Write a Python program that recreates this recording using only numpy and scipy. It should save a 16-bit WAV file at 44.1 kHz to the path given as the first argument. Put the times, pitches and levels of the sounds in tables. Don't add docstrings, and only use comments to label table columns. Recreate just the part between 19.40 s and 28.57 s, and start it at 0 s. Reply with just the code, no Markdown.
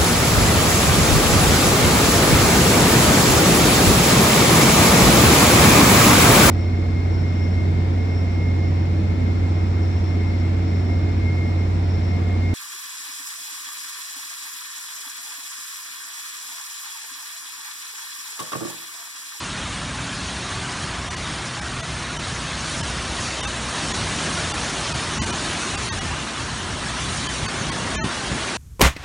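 import sys
import numpy as np
from scipy import signal
from scipy.io import wavfile

SR = 44100
rng = np.random.default_rng(int(sys.argv[2]) if len(sys.argv) > 2 else 0)


def waveform_to_disk(signal):
    frames = np.transpose(np.atleast_2d(signal))
    scaled = np.clip(frames, -1, 1) * 32767
    samples = np.round(scaled).astype(np.int16)
    wavfile.write(sys.argv[1], SR, samples)


N = 404397
TIME = np.arange(N) / SR


def from_db(db):
    return 10 ** (np.asarray(db) / 20)


def rms_one(x):
    return x / np.sqrt(np.mean(x ** 2) + 1e-20)


def in_time(rows):
    s, *columns = np.transpose(rows)
    return [np.interp(TIME, s, column) for column in columns]


def at_hz(points, hz):
    point_hz, db = np.transpose(points)
    return np.interp(np.log(hz), np.log(point_hz), db)


def bump(s, half_length):
    return np.exp(-np.minimum(((TIME - s) / half_length) ** 2, 50))


def drift(rate):
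    step = 40
    r = np.exp(-2 * np.pi * rate * step / SR)
    white = rng.standard_normal(N // step + 2002)
    slow = signal.lfilter([1], [1, -2 * r, r * r], white)[2000:]
    return np.interp(np.arange(N) / step, np.arange(len(slow)), rms_one(slow))


def treble(x, edge_hz):
    return signal.sosfiltfilt(signal.butter(2, edge_hz, "high", fs=SR, output="sos"), x)


def turbulence(colour, patchy_db, patch_rate, count):
    top_hz = min(colour[-1][0], SR / 2 - 1)
    edges = np.geomspace(colour[0][0], top_hz, count + 1)
    white, out = rng.standard_normal((2, N)), 0
    for k, (low, high) in enumerate(zip(edges, edges[1:])):
        sos = signal.butter(2, [low, high], "band", fs=SR, output="sos")
        band = signal.sosfilt(sos, white[k % 2])
        band_db = at_hz(colour, np.sqrt(low * high)) + patchy_db * drift(patch_rate)
        out = out + band * from_db(band_db)
    return rms_one(out)


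# frequency in Hz, relative band level in dB.
ROAR_COLOUR = [(200, -11.5), (470, -4.5), (670, -0.1), (790, -2), (1080, 1), (1400, -0.5), (1750, -0.5),
               (1980, -4), (3000, -7), (5000, -16), (10000, -17)]
# time in seconds, level against the rest in dB.
ROAR_BODY = [(0.0, -2), (2.4, -1.8), (3.3, 1), (4.1, 4), (4.9, 3), (6.0, 3), (6.5, -2), (7.2, -0.8),
             (7.8, -1), (8.5, 4), (9.15, 1.5)]
ROAR_GAIN_DB = -1.68


def wind(roar_db):
    roar = from_db(roar_db + ROAR_GAIN_DB) * turbulence(ROAR_COLOUR, patchy_db=0.5, patch_rate=8.1, count=36)
    body_db, = in_time(ROAR_BODY)
    body = roar - treble(roar, edge_hz=650)
    return roar + (from_db(body_db) - 1) * body


# frequency in Hz, relative level in dB.
RAIN_COLOUR = [(700, -12), (1500, -3.5), (2400, -1.5), (3200, 1), (4300, 1), (5600, -0.5), (6800, -1),
               (8000, -5.5), (9400, -2), (10400, -15.5)]
HISS_GAIN_DB, DROPS_GAIN_DB = -2.5, -13.5
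SPRAY_DB, SPRAY_FOLLOWS = -3, 0.58


def patter(per_s, spread_db, cycles, count):
    out = 0
    for hz in np.geomspace(2000, 10000, count):
        at = np.flatnonzero(rng.random(N) < per_s / count / SR)
        hit_db = spread_db * np.minimum(rng.exponential(1, len(at)), 4)
        clicks = np.zeros(N)
        clicks[at] = from_db(hit_db) * rng.choice([-1, 1], len(at))
        r = np.exp(-np.log(1000) * hz / (cycles * SR))
        resonance = [1, -2 * r * np.cos(2 * np.pi * hz / SR), r * r]
        rings = signal.lfilter([1, 0, -1], resonance, clicks + 1e-18)
        out = out + rms_one(rings) * np.sqrt(hz) * from_db(at_hz(RAIN_COLOUR, hz))
    return rms_one(out)


def rain(rain_db):
    surge_db = rain_db - rain_db.mean()
    hiss = turbulence(RAIN_COLOUR, patchy_db=1.28, patch_rate=19.4, count=24)
    drops = patter(2500 * from_db(surge_db), spread_db=2.5, cycles=26.0, count=24)
    mix = from_db(HISS_GAIN_DB) * hiss + from_db(DROPS_GAIN_DB) * drops
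    sheets = from_db(rain_db + 0.28 * drift(31.0)) * mix
    spray_db = SPRAY_DB + SPRAY_FOLLOWS * surge_db + 1.05 * drift(6.8)
    return sheets + (from_db(spray_db) - 1) * treble(sheets, edge_hz=6500)


def flicker(x, swing_db, onset_hz, size):
    overlap = size * 3 // 4
    hz, _, strips = signal.stft(x, SR, nperseg=size, noverlap=overlap)
    blur = np.outer([1, 2, 1], [1.9, 1.5, 1.8, 1.2])
    chance = rms_one(signal.convolve2d(rng.standard_normal(strips.shape), blur, "same"))
    upper = 1 / (1 + (onset_hz / (hz[:, None] + 1)) ** 2)
    gain = from_db(swing_db * upper * np.minimum(chance, 2.5))
    gain = gain / np.sqrt(np.mean(gain ** 2, axis=1, keepdims=True))
    return signal.istft(strips * gain, SR, nperseg=size, noverlap=overlap)[1][:N]


# frequency in Hz, relative band level in dB.
RUMBLE_COLOUR = [(24, -32), (32, -16), (48, -3), (65, 0.5), (88, 1.5), (115, -2), (160, -3), (230, -13.5),
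                 (400, -44)]
# frequency in Hz, relative band level in dB.
BOOM_COLOUR = [(90, -15), (150, -5), (225, 0.5), (270, -1), (315, -3), (350, 2), (400, -13), (520, -19),
               (900, -35)]
# middle in seconds, half length in seconds,
# swell of the rumble in dB, swell of the boom in dB; a negative swell sinks.
EDDY_SWELLS = [(1.482, 0.055, 2, 0), (1.99, .06, -2, 1), (2.33, 0.037, 0, 2), (3.03, .04, 2, 1),
               (3.4, 0.036, 6, 1), (3.79, 0.064, 3.5, 0), (4.61, 0.1, 5.5, -1), (5.2, .12, 2.5, -1),
               (5.54, 0.04, 5, 0), (5.82, 0.072, 4.5, 4.5), (6.38, 0.062, 3, -1), (6.6, 0.09, 4.5, 0.5),
               (7.298, 0.38, 2, 0), (8.02, 0.063, 1, 1), (8.22, .04, -4, 1), (8.61, 0.06, 9, 4),
               (8.927, 0.05, 6, 3)]
RUMBLE_DB, RUMBLE_FOLLOWS = -35, 0.15
BOOM_DB, BOOM_FOLLOWS = -37.5, 1.97


def eddies(gust_db):
    rumble_db = RUMBLE_DB + RUMBLE_FOLLOWS * gust_db
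    boom_db = BOOM_DB + BOOM_FOLLOWS * gust_db
    for s, half_length, rumble_swell_db, boom_swell_db in EDDY_SWELLS:
        swell = bump(s, half_length)
        rumble_db = rumble_db + rumble_swell_db * swell
        boom_db = boom_db + boom_swell_db * swell
    rumble = from_db(rumble_db) * turbulence(RUMBLE_COLOUR, patchy_db=1.4, patch_rate=6.4, count=10)
    boom = from_db(boom_db) * turbulence(BOOM_COLOUR, patchy_db=2.0, patch_rate=7.3, count=14)
    return rumble + boom


# multiple of the firing rate, rms level between swells in dB.
ENGINE_TONES = [(2, -47), (4, -45.5), (5, -48), (6, -51.5), (8, -49.5), (9, -53.5)]
# multiple of the firing rate, middle in seconds,
# half length in seconds, swell in dB.
ORDER_SWELLS = [(2, .38, .2, 5), (2, 1.57, .15, 7), (2, 3.85, 1, 10), (2, 7.7, 0.37, 7.5),
                (4, .6, 0.13, 8.5), (4, 1.26, .13, 12), (4, 2.16, .25, 11), (4, 3, 0.3, 5),
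                (4, 4.25, 0.16, 7), (4, 5.57, .12, 9), (4, 7.9, .55, 4.5), (5, 1.96, 0.14, 8),
                (5, 2.8, .45, 9), (5, 4.98, .45, 10.5), (5, 7.95, 0.73, 7.5), (6, 0.83, 0.81, 8),
                (9, 0.62, 0.46, 7)]
FIRING_HZ = 31.08


def engine():
    turns = np.cumsum(FIRING_HZ * (1 + 0.00505 * drift(1.68))) / SR
    out = 0
    for order, db in ENGINE_TONES:
        level_db = db + 1.1 * drift(4.0)
        for multiple, s, half_length, swell_db in ORDER_SWELLS:
            if round(multiple) == round(order):
                level_db = level_db + swell_db * bump(s, half_length)
        tone = np.sqrt(2) * np.sin(2 * np.pi * (order * turns + rng.random()))
        out = out + from_db(level_db) * tone
    return out


# middle in seconds, half length in seconds, depth in dB,
# top of the dipping range in Hz.
BASS_DIPS = [(1.05, .1, -1, 170), (1.28, .07, -6, 95), (2.13, .05, -11, 95), (3.96, .05, -3, 170),
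             (4.33, .04, -4, 95), (4.83, .04, -4, 95), (5.33, .06, 0, 95), (5.64, .035, -5, 95),
             (6.24, .05, -4, 95), (6.922, .06, -11, 185), (8.13, .05, -6, 95), (8.727, .038, -12, 185),
             (9.15, 0.094, -14, 130)]


def lulls(x):
    for s, half_length, depth_db, top_hz in BASS_DIPS:
        bass = x - treble(x, top_hz)
        x = x + (from_db(depth_db * bump(s, half_length)) - 1) * bass
    return x


# middle in seconds, length in seconds, depth in dB.
HISS_GAPS = [(1.697, .015, -17), (1.758, .014, -15), (2.207, .013, -17), (2.421, .014, -16),
             (2.784, .014, -19), (3.423, .012, -22), (4.021, .014, -25), (4.064, .014, -25),
             (4.532, .014, -17), (5.131, .014, -22), (5.535, .012, -15), (5.802, .031, -34),
             (5.855, .013, -12), (5.919, .014, -16), (6.367, .015, -17), (6.506, .031, -32),
             (6.602, .013, -20), (7.882, .014, -20), (8.075, .014, -22), (8.31, .013, -22),
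             (8.6, .078, -45)]
HICCUP_EDGE_S, HICCUP_ABOVE_HZ = 0.011, 380
HICCUP_TONE_S = 0.027


def hiccups(x, tone_db, tone_tilt, count):
    upper, out = treble(x, HICCUP_ABOVE_HZ), x.copy()
    for s, length, depth_db in HISS_GAPS:
        near = np.flatnonzero(np.abs(TIME - s) < 0.1)
        t = TIME[near] - s
        inside = np.clip((length / 2 - np.abs(t)) / HICCUP_EDGE_S + 0.5, 0, 1)
        gap = np.sin(np.pi / 2 * inside) ** 2
        hz = np.geomspace(850, 5500, count)[:, None] * rng.uniform(0.75, 1.25, (count, 1))
        late, phase = rng.uniform(-0.5, 0.51, (2, count, 1))
        swell = np.exp(-(2 * (t - late * length) / HICCUP_TONE_S) ** 4)
        strength = (hz / 1000) ** -tone_tilt
        tones = np.sum(strength * swell * np.sin(2 * np.pi * (hz * t + phase)), axis=0)
        out[near] += from_db(tone_db) * np.std(upper[near]) * tones
        out[near] -= gap * (1 - from_db(depth_db)) * upper[near]
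    return out


# middle in seconds, length in seconds, mean pitch in Hz,
# peak level before flutter in dB.
CLEAR_BLIPS = [(2.783, .03, 3050, -38), (4.023, .03, 2920, -36), (4.063, .03, 1270, -30.5),
               (4.063, 0.028, 2643, -34), (4.04, .07, 3650, -34), (5.13, .03, 3530, -37),
               (5.787, 0.027, 2855, -37), (5.791, .028, 1464, -41), (5.79, .028, 7030, -40),
               (5.806, 0.04, 1054, -35), (5.81, 0.036, 3010, -35), (5.814, .03, 4140, -37),
               (5.809, .03, 4750, -38), (5.81, .03, 6650, -36), (5.918, 0.033, 2990, -34),
               (6.367, .03, 2735, -35), (6.503, .042, 1895, -33.5), (6.493, 0.022, 4425, -31),
               (6.501, .03, 4910, -38), (6.503, 0.033, 6350, -36), (6.512, .03, 1114, -35),
               (6.513, .03, 2686, -39), (6.516, .033, 3714, -35), (6.602, .03, 2890, -34),
               (7.885, .029, 3100, -30), (8.075, .033, 4500, -33), (8.31, .03, 1094, -31),
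               (8.305, .035, 3250, -35), (8.567, .034, 1115, -34), (8.568, .034, 3655, -37),
               (8.58, .058, 1710, -32), (8.586, .038, 2073, -38), (8.586, .038, 2355, -38),
               (8.58, 0.049, 5496, -42), (8.606, 0.04, 2700, -37), (8.572, 0.045, 3090, -35),
               (8.626, .032, 3095, -39), (8.598, 0.061, 4150, -39), (8.6, 0.091, 6110, -38.5),
               (8.606, .049, 888, -33.5), (8.608, .055, 638, -33), (8.626, 0.033, 1290, -31),
               (8.623, .032, 1860, -30), (8.624, 0.033, 6720, -40)]
BLIP_WAVER_HZ, BLIP_FLUTTER_DB = 22, 1.8


def blips():
    out = np.zeros(N)
    knots = np.linspace(-0.1, 0.1, 21)
    for s, length, hz, peak_db in CLEAR_BLIPS:
        near = np.flatnonzero(np.abs(TIME - s) < length)
        t = TIME[near] - s
        waver = np.interp(t, knots, rng.standard_normal(21))
        flutter = np.interp(t, knots, rng.standard_normal(21))
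        swell = np.exp(-(2 * t / length) ** 4)
        turns = np.cumsum(hz + BLIP_WAVER_HZ * waver) / SR + rng.random()
        out[near] += from_db(peak_db + BLIP_FLUTTER_DB * flutter) * swell * np.sin(2 * np.pi * turns)
    return out


# middle in seconds, peak in dB,
# time from middle to edge of the dip in seconds.
EDDY_CORES = [(2.925, -21, 0.0022), (5.515, -21, 0.0016), (5.803, -22, .003), (6.355, -26, 0.0031),
              (6.53, -23, 0.0027), (7.685, -24, 0.0023), (8.033, -19.5, 0.0029), (8.216, -17, 0.0016),
              (8.303, -21, 0.0011), (8.645, -15.5, 0.0012), (8.662, -18, 0.00093), (8.918, -18, 0.0017),
              (8.951, -22, 0.002)]


def buffets():
    out = np.zeros(N)
    for s, peak_db, radius in EDDY_CORES:
        u = ((TIME - s) / radius) ** 2
        out -= from_db(peak_db) * (1 - u) * np.exp(-np.minimum(u, 100) / 2)
    return out


# time in seconds, roar level ahead of the roar gain in dB.
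GUST_CURVE = [(0.0, -30.5), (0.6, -31), (1.25, -30), (1.7, -30), (2.55, -30.5), (3.35, -29.5), (4.3, -29.5),
              (4.36, -28.5), (4.75, -27.5), (5.5, -28), (6.15, -27.5), (6.55, -28.5), (7.15, -30),
              (7.6, -28.5), (7.95, -28.5), (8.35, -27.5), (8.55, -27), (8.75, -28.5), (9.15, -27)]
# time in seconds, rain level ahead of the hiss and drop gains in dB.
SHEET_CURVE = [(0.0, -31), (0.5, -31), (1.0, -30), (1.41, -29.5), (1.45, -31.5), (1.65, -32), (1.87, -31),
               (2.3, -31.5), (2.8, -31), (2.89, -29.5), (2.96, -30.5), (3.25, -29), (3.33, -27.5),
               (3.69, -29), (3.82, -27), (4.05, -29), (4.31, -29), (4.34, -27), (5.05, -26.5), (5.6, -27),
               (5.95, -27.5), (6.18, -26.5), (6.5, -28), (6.7, -30.5), (7.35, -30.5), (7.6, -28),
               (7.78, -27.5), (8.3, -29.5), (8.7, -29), (9.15, -28)]


def scene():
    roar_db, = in_time(GUST_CURVE)
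    rain_db, = in_time(SHEET_CURVE)
    wash = flicker(wind(roar_db) + rain(rain_db), swing_db=3.0, onset_hz=850, size=1280)
    bass = lulls(eddies(roar_db - roar_db.mean()) + engine())
    storm = hiccups(wash + bass, tone_db=-6.5, tone_tilt=0.25, count=4)
    storm = storm + blips() + buffets()
    return np.array([storm, storm])


# centre in Hz, width in Hz, depth in dB.
DULL_SPOTS = [(4910, 290, -5), (7540, 570, -1)]
CUTOFF_HZ = 10330


def record(dry):
    for hz, width_hz, depth_db in DULL_SPOTS:
        b, a = signal.iirpeak(hz, hz / width_hz, fs=SR)
        dry = dry + (from_db(depth_db) - 1) * signal.lfilter(b, a, dry)
    return signal.sosfilt(signal.ellip(12, 0.1, 90, CUTOFF_HZ, fs=SR, output="sos"), dry)


dry = scene()
out = record(dry)
waveform_to_disk(out)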